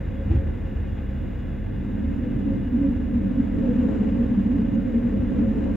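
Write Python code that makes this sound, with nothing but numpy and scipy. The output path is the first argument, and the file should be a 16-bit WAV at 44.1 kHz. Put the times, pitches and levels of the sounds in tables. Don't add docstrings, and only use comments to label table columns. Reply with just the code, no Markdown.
import sys
import numpy as np
from scipy import signal
from scipy.fft import rfft, irfft
from scipy.io import wavfile

SR = 44100
rng = np.random.default_rng(int(sys.argv[2]) if len(sys.argv) > 2 else 0)


def persist_wave(psi):
    counts = np.round(np.clip(psi, -1, 1) * 32767).astype(np.int16)
    wavfile.write(sys.argv[1], SR, np.atleast_2d(counts).T)


N = 254016
TIME = np.arange(N) / SR
FREQS = np.fft.rfftfreq(N, 1 / SR)


def gain_of(db):
    return 10 ** (np.asarray(db) / 20)


def evened(x):
    mono = np.atleast_2d(x).mean(0)
    return x / np.sqrt(np.mean(mono ** 2) + 1e-20)


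def read(points):
    hz, value = np.transpose(points)
    return np.interp(np.log(FREQS + 1), np.log(hz + 1), value)


def follow(table):
    s, value = np.transpose(table)
    return np.interp(TIME, s, value)


def resonances(modes):
    power = 0
    for hz, width_hz, db in modes:
        power = power + gain_of(db) ** 2 / (1 + ((FREQS - hz) / width_hz) ** 2) ** 2
    return np.sqrt(power)


def wander(rate_hz):
    lowpass = 1 / (1 + (FREQS / rate_hz) ** 2)
    return evened(irfft(rfft(rng.standard_normal(N)) * lowpass, N))


def swell(s, half_s):
    return np.exp(-((TIME - s) / half_s) ** 2)


def noise(response, likeness, lean_db=0):
    a, b, c, d = rng.standard_normal((4, len(FREQS)))
    same = np.clip(likeness, -1, 1)
    mid = np.sqrt(1 + same) * (a + 1j * b)
    side = np.sqrt(1 - same) * (c + 1j * d)
    left = (mid + side) * gain_of(lean_db / 2)
    right = (mid - side) * gain_of(-lean_db / 2)
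    return evened(irfft(np.array([left, right]) * response, N))


# f/Hz, likeness (-1 to 1, clipped)
LIKENESS = [(50, 1), (75, 0.95), (125, 0.74), (210, 0.95), (280, 0.65), (380, 0.5), (520, 0.24),
            (710, -0.3), (970, 0.13), (1320, 0.56), (1800, 1.02), (3300, 0.75), (7000, 0.18)]
# f/Hz, lean/dB
LEAN = [(60, 0), (110, -2), (160, -0.5), (215, -2), (280, -2.5), (420, 0.5), (490, 1.5), (535, 3.5),
        (570, -1), (700, 2), (1000, 2.5), (1800, 3.5), (3000, 0)]


def running(response, steady_s):
    x = noise(response, read(LIKENESS), read(LEAN))
    window = np.hanning(max(int(steady_s * SR), 64))
    wrapped = np.pad(x.mean(0) ** 2, len(window), "wrap")
    power = signal.fftconvolve(wrapped, window / window.sum(), "same")
    return x / np.sqrt(power[len(window):][:N] + 1e-6)


def wavering(x, depth):
    bent = TIME + np.cumsum(depth * wander(rate_hz=8)) / SR
    return np.array([np.interp(bent, TIME, side, period=N / SR) for side in x])


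def ring_up(table, waver_rad):
    drift = waver_rad * wander(rate_hz=5)
    out = np.zeros(N)
    for s, half_s, hz, db in table:
        phase = 2 * np.pi * (hz * (TIME - s) + rng.random()) + drift
        out += gain_of(db) * swell(s, half_s) * np.sin(phase)
    return np.sqrt(2) * out


# t/s, f/Hz
CYCLE_RATE = [(0, 6.943), (2, 6.924), (5.76, 6.912)]
# multiple of cycle rate, level/dB rms
ENGINE_ORDERS = [(6, -33.5), (7, -45.5), (10, -47), (11, -50), (12, -46), (13, -43), (14, -48), (18, -56.5),
                 (19, -53), (23, -47.5), (28, -46), (29, -44.5), (30, -43), (34, -55), (44, -50)]


def engine(waver_cycles=.00074):
    cycles = np.cumsum(follow(CYCLE_RATE)) / SR + waver_cycles * wander(rate_hz=8.3)
    out = np.zeros(N)
    for order, db in ENGINE_ORDERS:
        out += gain_of(db) * np.sin(2 * np.pi * (round(order) * cycles + rng.random()))
    return np.sqrt(2) * out


# f/Hz, level/dB rms before flutter
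AUXILIARY_TONES = [(135.2, -47), (5202, -98), (10405, -94), (15606, -91)]


def auxiliaries(flutter=.35):
    out = np.zeros(N)
    for hz, db in AUXILIARY_TONES:
        out += gain_of(db) * np.sin(2 * np.pi * hz * TIME) * (1 + flutter * wander(rate_hz=3.9))
    return np.sqrt(2) * out


# f/Hz, width/Hz, relative level/dB
BODY_MODES = [(56, 4.4, -11.5), (71.4, 5.5, 3), (104, 39, -4.5), (99, 5.9, -5.5), (133, 7.6, -8)]
# f/Hz, relative density/dB
BODY_SKIRT = [(10, -41), (22, -31.5), (36, -20), (60, -8.5), (150, -19), (260, -24.5), (350, -16.5),
              (420, -26), (700, -39), (1500, -59), (4000, -83)]


def boom():
    response = np.hypot(resonances(BODY_MODES), gain_of(read(BODY_SKIRT)))
    return running(response, steady_s=.22)


def body(level_db=-31.5, sway_db=1.0):
    return gain_of(level_db + sway_db * wander(rate_hz=7.0)) * boom()


# t/s, level/dB
RAIL_ROUGHNESS = [(0, -15), (0.35, -9.5), (1.0, -13), (1.7, -10.5), (2.0, -3), (2.55, -2), (2.85, 0),
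                  (3.02, -3), (3.35, -1), (3.8, 1), (4.5, -0.5), (4.8, -0.5), (5.4, -1.5), (5.76, 0.5)]
# f/Hz, width/Hz, relative level/dB
LOW_FLOOR_MODES = [(193.9, 7, 0.5), (209, 16, -4.5), (223.5, 10, -5), (238.9, 7.5, 2.5), (253.3, 7, -3.5)]
HIGH_FLOOR_MODES = [(261.4, 9.8, -4), (280.2, 8, 1.5), (295.6, 10, -5), (333, 12, -18), (374, 8.3, -22),
                    (366, 120, -24)]
# t/s, half length/s, f/Hz, level/dB
SURGES = [(0.19, .035, 74, -29), (0.335, .025, 332, -29), (0.49, .04, 74, -26.5), (0.67, .03, 74, -27),
          (2.07, .04, 74, -27), (2.49, .04, 279, -29), (2.75, .025, 240, -17.5), (2.835, .055, 280, -21.5),
          (2.92, .022, 232, -23), (3.16, .035, 238, -20.5), (3.27, .07, 194, -27), (3.39, .022, 228, -22),
          (3.4, .022, 272, -24), (3.69, .025, 244, -20), (3.75, .022, 206, -24), (3.79, .022, 244, -20),
          (3.87, .022, 208, -23), (3.89, .025, 268, -23), (4.01, .025, 204, -20), (4.07, .022, 214, -20.5),
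          (4.13, .03, 198, -25), (4.21, .022, 236, -20), (4.22, .055, 72, -29), (4.32, .025, 240, -20),
          (4.39, .022, 200, -20), (4.42, .06, 230, -26), (4.47, .022, 208, -23), (4.52, .022, 248, -21),
          (4.57, .022, 280, -24), (4.61, .022, 200, -21.5), (4.62, .04, 232, -22), (4.77, .03, 224, -22),
          (4.968, .022, 234, -17), (5.06, .028, 238, -19.5), (5.14, .022, 204, -23), (5.22, .022, 236, -22),
          (5.4, .022, 202, -21), (5.41, .055, 280, -27), (5.43, .022, 230, -23), (5.43, .055, 72, -29),
          (5.49, .022, 218, -19)]


def floor_drone(low_db=-27.0, high_db=-30.0, low_growth=1.0, high_growth=1.22, flutter_db=0.97):
    flutter = flutter_db * wander(rate_hz=5)
    roughness_db = follow(RAIL_ROUGHNESS)
    low_gain = gain_of(low_db + low_growth * roughness_db + flutter)
    high_gain = gain_of(high_db + high_growth * roughness_db + flutter)
    low = low_gain * running(resonances(LOW_FLOOR_MODES), steady_s=.11)
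    high = high_gain * running(resonances(HIGH_FLOOR_MODES), steady_s=.11)
    return wavering(low + high, depth=.008) + ring_up(SURGES, waver_rad=.25)


# t/s, level/dB
SCRUB = [(0, -12), (0.25, -9), (0.8, -14), (1.95, -14), (2.25, -10.5), (2.5, -9), (3.45, -8.5), (3.7, -2),
         (4.2, -2), (4.5, -8), (5.0, -3.5), (5.76, -4)]
# f/Hz, width/Hz, relative level/dB
WHEEL_MODES = [(426, 7, -2), (439, 7, -1), (462, 10, -8), (488, 9, 1), (503, 8, -5), (524, 9, -2)]
# f/Hz, width/Hz, relative level/dB
SING_MODE = (541, 11, 0)
# t/s, half length/s, f/Hz, level/dB
SLIPS = [(0.01, .04, 545, -43.5), (0.21, .05, 544, -40), (0.41, .06, 543, -42), (2.06, .08, 545, -46),
         (2.26, .03, 490, -39.5), (2.32, .04, 540, -44), (2.52, .055, 540, -41), (2.86, .035, 544, -35),
         (3.23, .04, 544, -43), (3.33, .03, 492, -42), (3.6, .03, 440, -39), (3.65, .03, 538, -32.5),
         (3.705, .028, 488, -31.5), (3.77, .022, 536, -39), (3.85, .025, 488, -35), (3.85, .022, 528, -39),
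         (3.9, .028, 538, -35), (3.9, .04, 438, -38), (3.95, .022, 528, -39), (4.01, .03, 440, -41),
         (4.06, .06, 426, -38), (4.22, .025, 438, -36), (4.22, .055, 542, -38), (4.25, .025, 484, -37),
         (4.6, .025, 428, -37), (4.76, .04, 542, -40), (4.88, .04, 522, -41), (4.93, .03, 494, -40),
         (4.95, .022, 536, -39), (4.99, .04, 436, -39), (5.08, .025, 488, -39), (5.13, .022, 434, -39),
         (5.21, .025, 546, -39), (5.31, .025, 542, -36), (5.37, .022, 488, -38), (5.42, .022, 440, -39),
         (5.46, .028, 542, -34.5), (5.47, .03, 490, -38), (5.58, .028, 436, -37), (5.69, .035, 542, -37)]


def howl(howl_db=-41.0, howl_growth=0.7, sing_db=-47.0, sing_growth=0.5, slip_db=-1.6, slip_lean_db=6):
    scrub_db = follow(SCRUB)
    catching_db = 2.5 * wander(rate_hz=7)
    hollow_gain = gain_of(howl_db + howl_growth * scrub_db)
    sing_gain = gain_of(sing_db + sing_growth * scrub_db + catching_db)
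    hollow = hollow_gain * running(resonances(WHEEL_MODES), steady_s=.22)
    sing = sing_gain * running(resonances([SING_MODE]), steady_s=.22)
    slips = gain_of(slip_db) * ring_up(SLIPS, waver_rad=.5)
    lean = gain_of([[slip_lean_db / 2], [-slip_lean_db / 2]])
    return wavering(hollow + sing, depth=.008) + slips * lean


# f/Hz, width/Hz, relative level/dB
RATTLE_MODES = [(770, 150, 5), (1160, 56, -3), (1680, 330, -6.5), (2460, 690, -10.5)]


def rattle(per_s, ring_s=0.0034):
    knocks = (rng.random(N) < per_s / SR) * rng.uniform(.4, 1, N)
    age = TIME[:SR // 8] / ring_s
    shaking = signal.fftconvolve(knocks, age * np.exp(-age))[:N]
    return evened(shaking * noise(resonances(RATTLE_MODES), read(LIKENESS), read(LEAN)))


# t/s, level/dB
ROLLING = [(0, -10.5), (1.75, -15), (2.2, -11.5), (2.85, -8), (3.1, -10), (3.5, -7), (3.65, -2.5),
           (3.92, -0.5), (4.25, -5), (4.45, -5), (4.8, -7.5), (5.0, -4.5), (5.25, -5.5), (5.52, -2.5),
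           (5.76, -3.5)]
# f/Hz, relative density/dB
RUSH_SHAPE = [(100, -16.5), (250, 1), (370, 5.5), (580, 2.5), (640, 11), (760, 3.5), (950, 2.5),
              (1200, -3.5), (1700, -5), (2300, -11.5), (2900, -10.5), (3300, -21.5), (4300, -46.5)]
GRIT_SHAPE = [(2000, -22.5), (3900, 8), (4400, -4), (4900, 2), (5700, -3.5), (7100, 2.5), (7700, -3),
              (9000, -26.5), (12000, -13), (15500, -20)]


def wheels(rush_db=-53.0, rush_scrub_db=-45.0, grit_db=-74.5, grit_scrub_db=-69.0,
           rattle_db=-55, rattle_growth=0.44):
    rolling_db = follow(ROLLING)
    rush_level = np.hypot(gain_of(rush_db), gain_of(rush_scrub_db + rolling_db))
    grit_level = np.hypot(gain_of(grit_db), gain_of(grit_scrub_db + rolling_db))
    rush = rush_level * running(gain_of(read(RUSH_SHAPE)), steady_s=.44)
    grit = grit_level * running(gain_of(read(GRIT_SHAPE)), steady_s=.44)
    load = 1 + .09 * wander(rate_hz=25)
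    chatter = gain_of(rattle_db + rattle_growth * rolling_db) * rattle(per_s=140)
    return load * (rush + grit) + chatter


# f/Hz, relative density/dB
VENT_SHAPE = [(200, -11), (600, -6.5), (1000, -8), (1250, -8.5), (1550, 3.5), (1780, -1), (2150, -1),
              (2280, -9), (2480, -3), (2950, -14), (3100, -26), (3750, -18), (4300, -37), (6000, -48.5)]
AIR_SHAPE = [(5000, -18.5), (9000, -29.5), (11000, 6), (12000, 8), (13800, 9.5), (15500, 0.5)]
# f/Hz, width/Hz, relative level/dB
DUCT_MODES = [(1740, 99, 1.5), (2890, 23, 0.5), (3418, 66, -6), (3700, 96, -11.5)]


def ventilation(blower_db=-55.0, air_db=-79):
    response = np.hypot(gain_of(read(VENT_SHAPE)), resonances(DUCT_MODES))
    blower = gain_of(blower_db) * noise(response, likeness=.985)
    hiss = gain_of(air_db) * noise(gain_of(read(AIR_SHAPE)), likeness=.95)
    return blower + hiss


# f/Hz, width/Hz, level/dB
WHISTLES = [(1807, 14, -70), (1946, 12, -73), (2023, 5, -71), (2093, 8, -68.5), (2389, 14, -77),
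            (2820, 16, -71), (3343, 8, -81), (4715, 8, -94), (4759, 8, -93), (4822, 12, -91),
            (5320, 20, -92), (5900, 10, -98)]
# t/s, half length/s, f/Hz, level/dB
SQUEALS = [(0.18, 0.06, 3345, -69), (0.38, 0.06, 3340, -74), (1.0, 0.15, 3350, -77),
           (1.57, 0.04, 3345, -74), (1.73, 0.039, 3345, -70), (4.747, 0.01, 6700, -71)]


def whistles():
    out = np.zeros((2, N))
    for hz, width_hz, db in WHISTLES:
        out += gain_of(db) * noise(resonances([(hz, width_hz, 0)]), likeness=1.0)
    return out + ring_up(SQUEALS, waver_rad=1)


# t/s, relative level/dB, push length/s
JOLTS = [(0.313, -22, 0.075), (0.766, -31, 0.043), (1.215, -36, 0.044), (3.16, -37.5, .04),
         (5.199, -32.5, 0.06)]
# f/Hz, relative level/dB, t60/s
JOLT_MODES = [(60, 1.5, 0.06), (75.14, 6, 0.45), (97, 2, 0.11), (126, -3.5, 0.14)]
# f/Hz, width/Hz, relative level/dB
WALL_MODES = [(265, 34, -3), (323, 20, -1.5)]


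def thud(ring_db=-1.3, rumble_db=-6, rumble_s=0.16, panels_db=-11, scrunch_db=-33.5,
         scrunch_tilt_db_per_octave=3.0, grit_db=-48.5, rattle_db=-30.0, spread=0.64):
    ring, shake, load = np.zeros((3, N))
    for s, level_db, length_s in JOLTS:
        push = np.exp(-2 * ((TIME - s) / length_s) ** 2)
        for hz, db, t60_s in JOLT_MODES:
            decay = np.exp(-np.log(1000) / (t60_s * SR))
            swing = signal.lfilter([1], [1, -decay], push + 1e-12)
            tone = np.sin(2 * np.pi * hz * (TIME - s))
            ring += gain_of(level_db + ring_db + db) * swing / swing.max() * tone
        aftershake = signal.lfilter([1], [1, -np.exp(-1 / (rumble_s * SR))], push + 1e-12)
        shake += gain_of(level_db) * aftershake / aftershake.max()
        load += gain_of(level_db) * swell(s + length_s / 3, spread * length_s)
    tilt_db = scrunch_tilt_db_per_octave * np.log2(np.clip(FREQS, 250, 2000) / 1000)
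    panels = gain_of(panels_db) * running(resonances(WALL_MODES), steady_s=.022)
    scrunch = gain_of(scrunch_db) * running(gain_of(read(RUSH_SHAPE) + tilt_db), steady_s=.44)
    grit = gain_of(grit_db) * running(gain_of(read(GRIT_SHAPE)), steady_s=.44)
    chatter = gain_of(rattle_db) * rattle(per_s=110)
    rumble = gain_of(rumble_db) * shake * boom()
    return ring + rumble + load * (panels + scrunch + grit + chatter)


# t/s, level/dB
KNOCKS = [(0.352, -50.5), (0.67, -57), (0.99, -52), (2.15, -57), (2.33, -58.5), (3.66, -52.5),
          (4.006, -52.5), (4.27, -54), (5.69, -58)]


def fittings(knock_s=0.027):
    shaking = sum(gain_of(db) * swell(s, knock_s) for s, db in KNOCKS)
    return shaking * noise(resonances(RATTLE_MODES), read(LIKENESS), read(LEAN))


def scene():
    steady = engine() + auxiliaries() + body() + ventilation() + whistles()
    return steady + floor_drone() + howl() + wheels() + thud() + fittings()


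def record(dry, edge_hz=15750):
    eased = dry * signal.windows.tukey(N, .002)
    lowpass = signal.firwin(1023, edge_hz, window=("kaiser", 9), fs=SR)
    return signal.oaconvolve(eased, lowpass[None], "same")


dry = scene()
out = record(dry)
persist_wave(out)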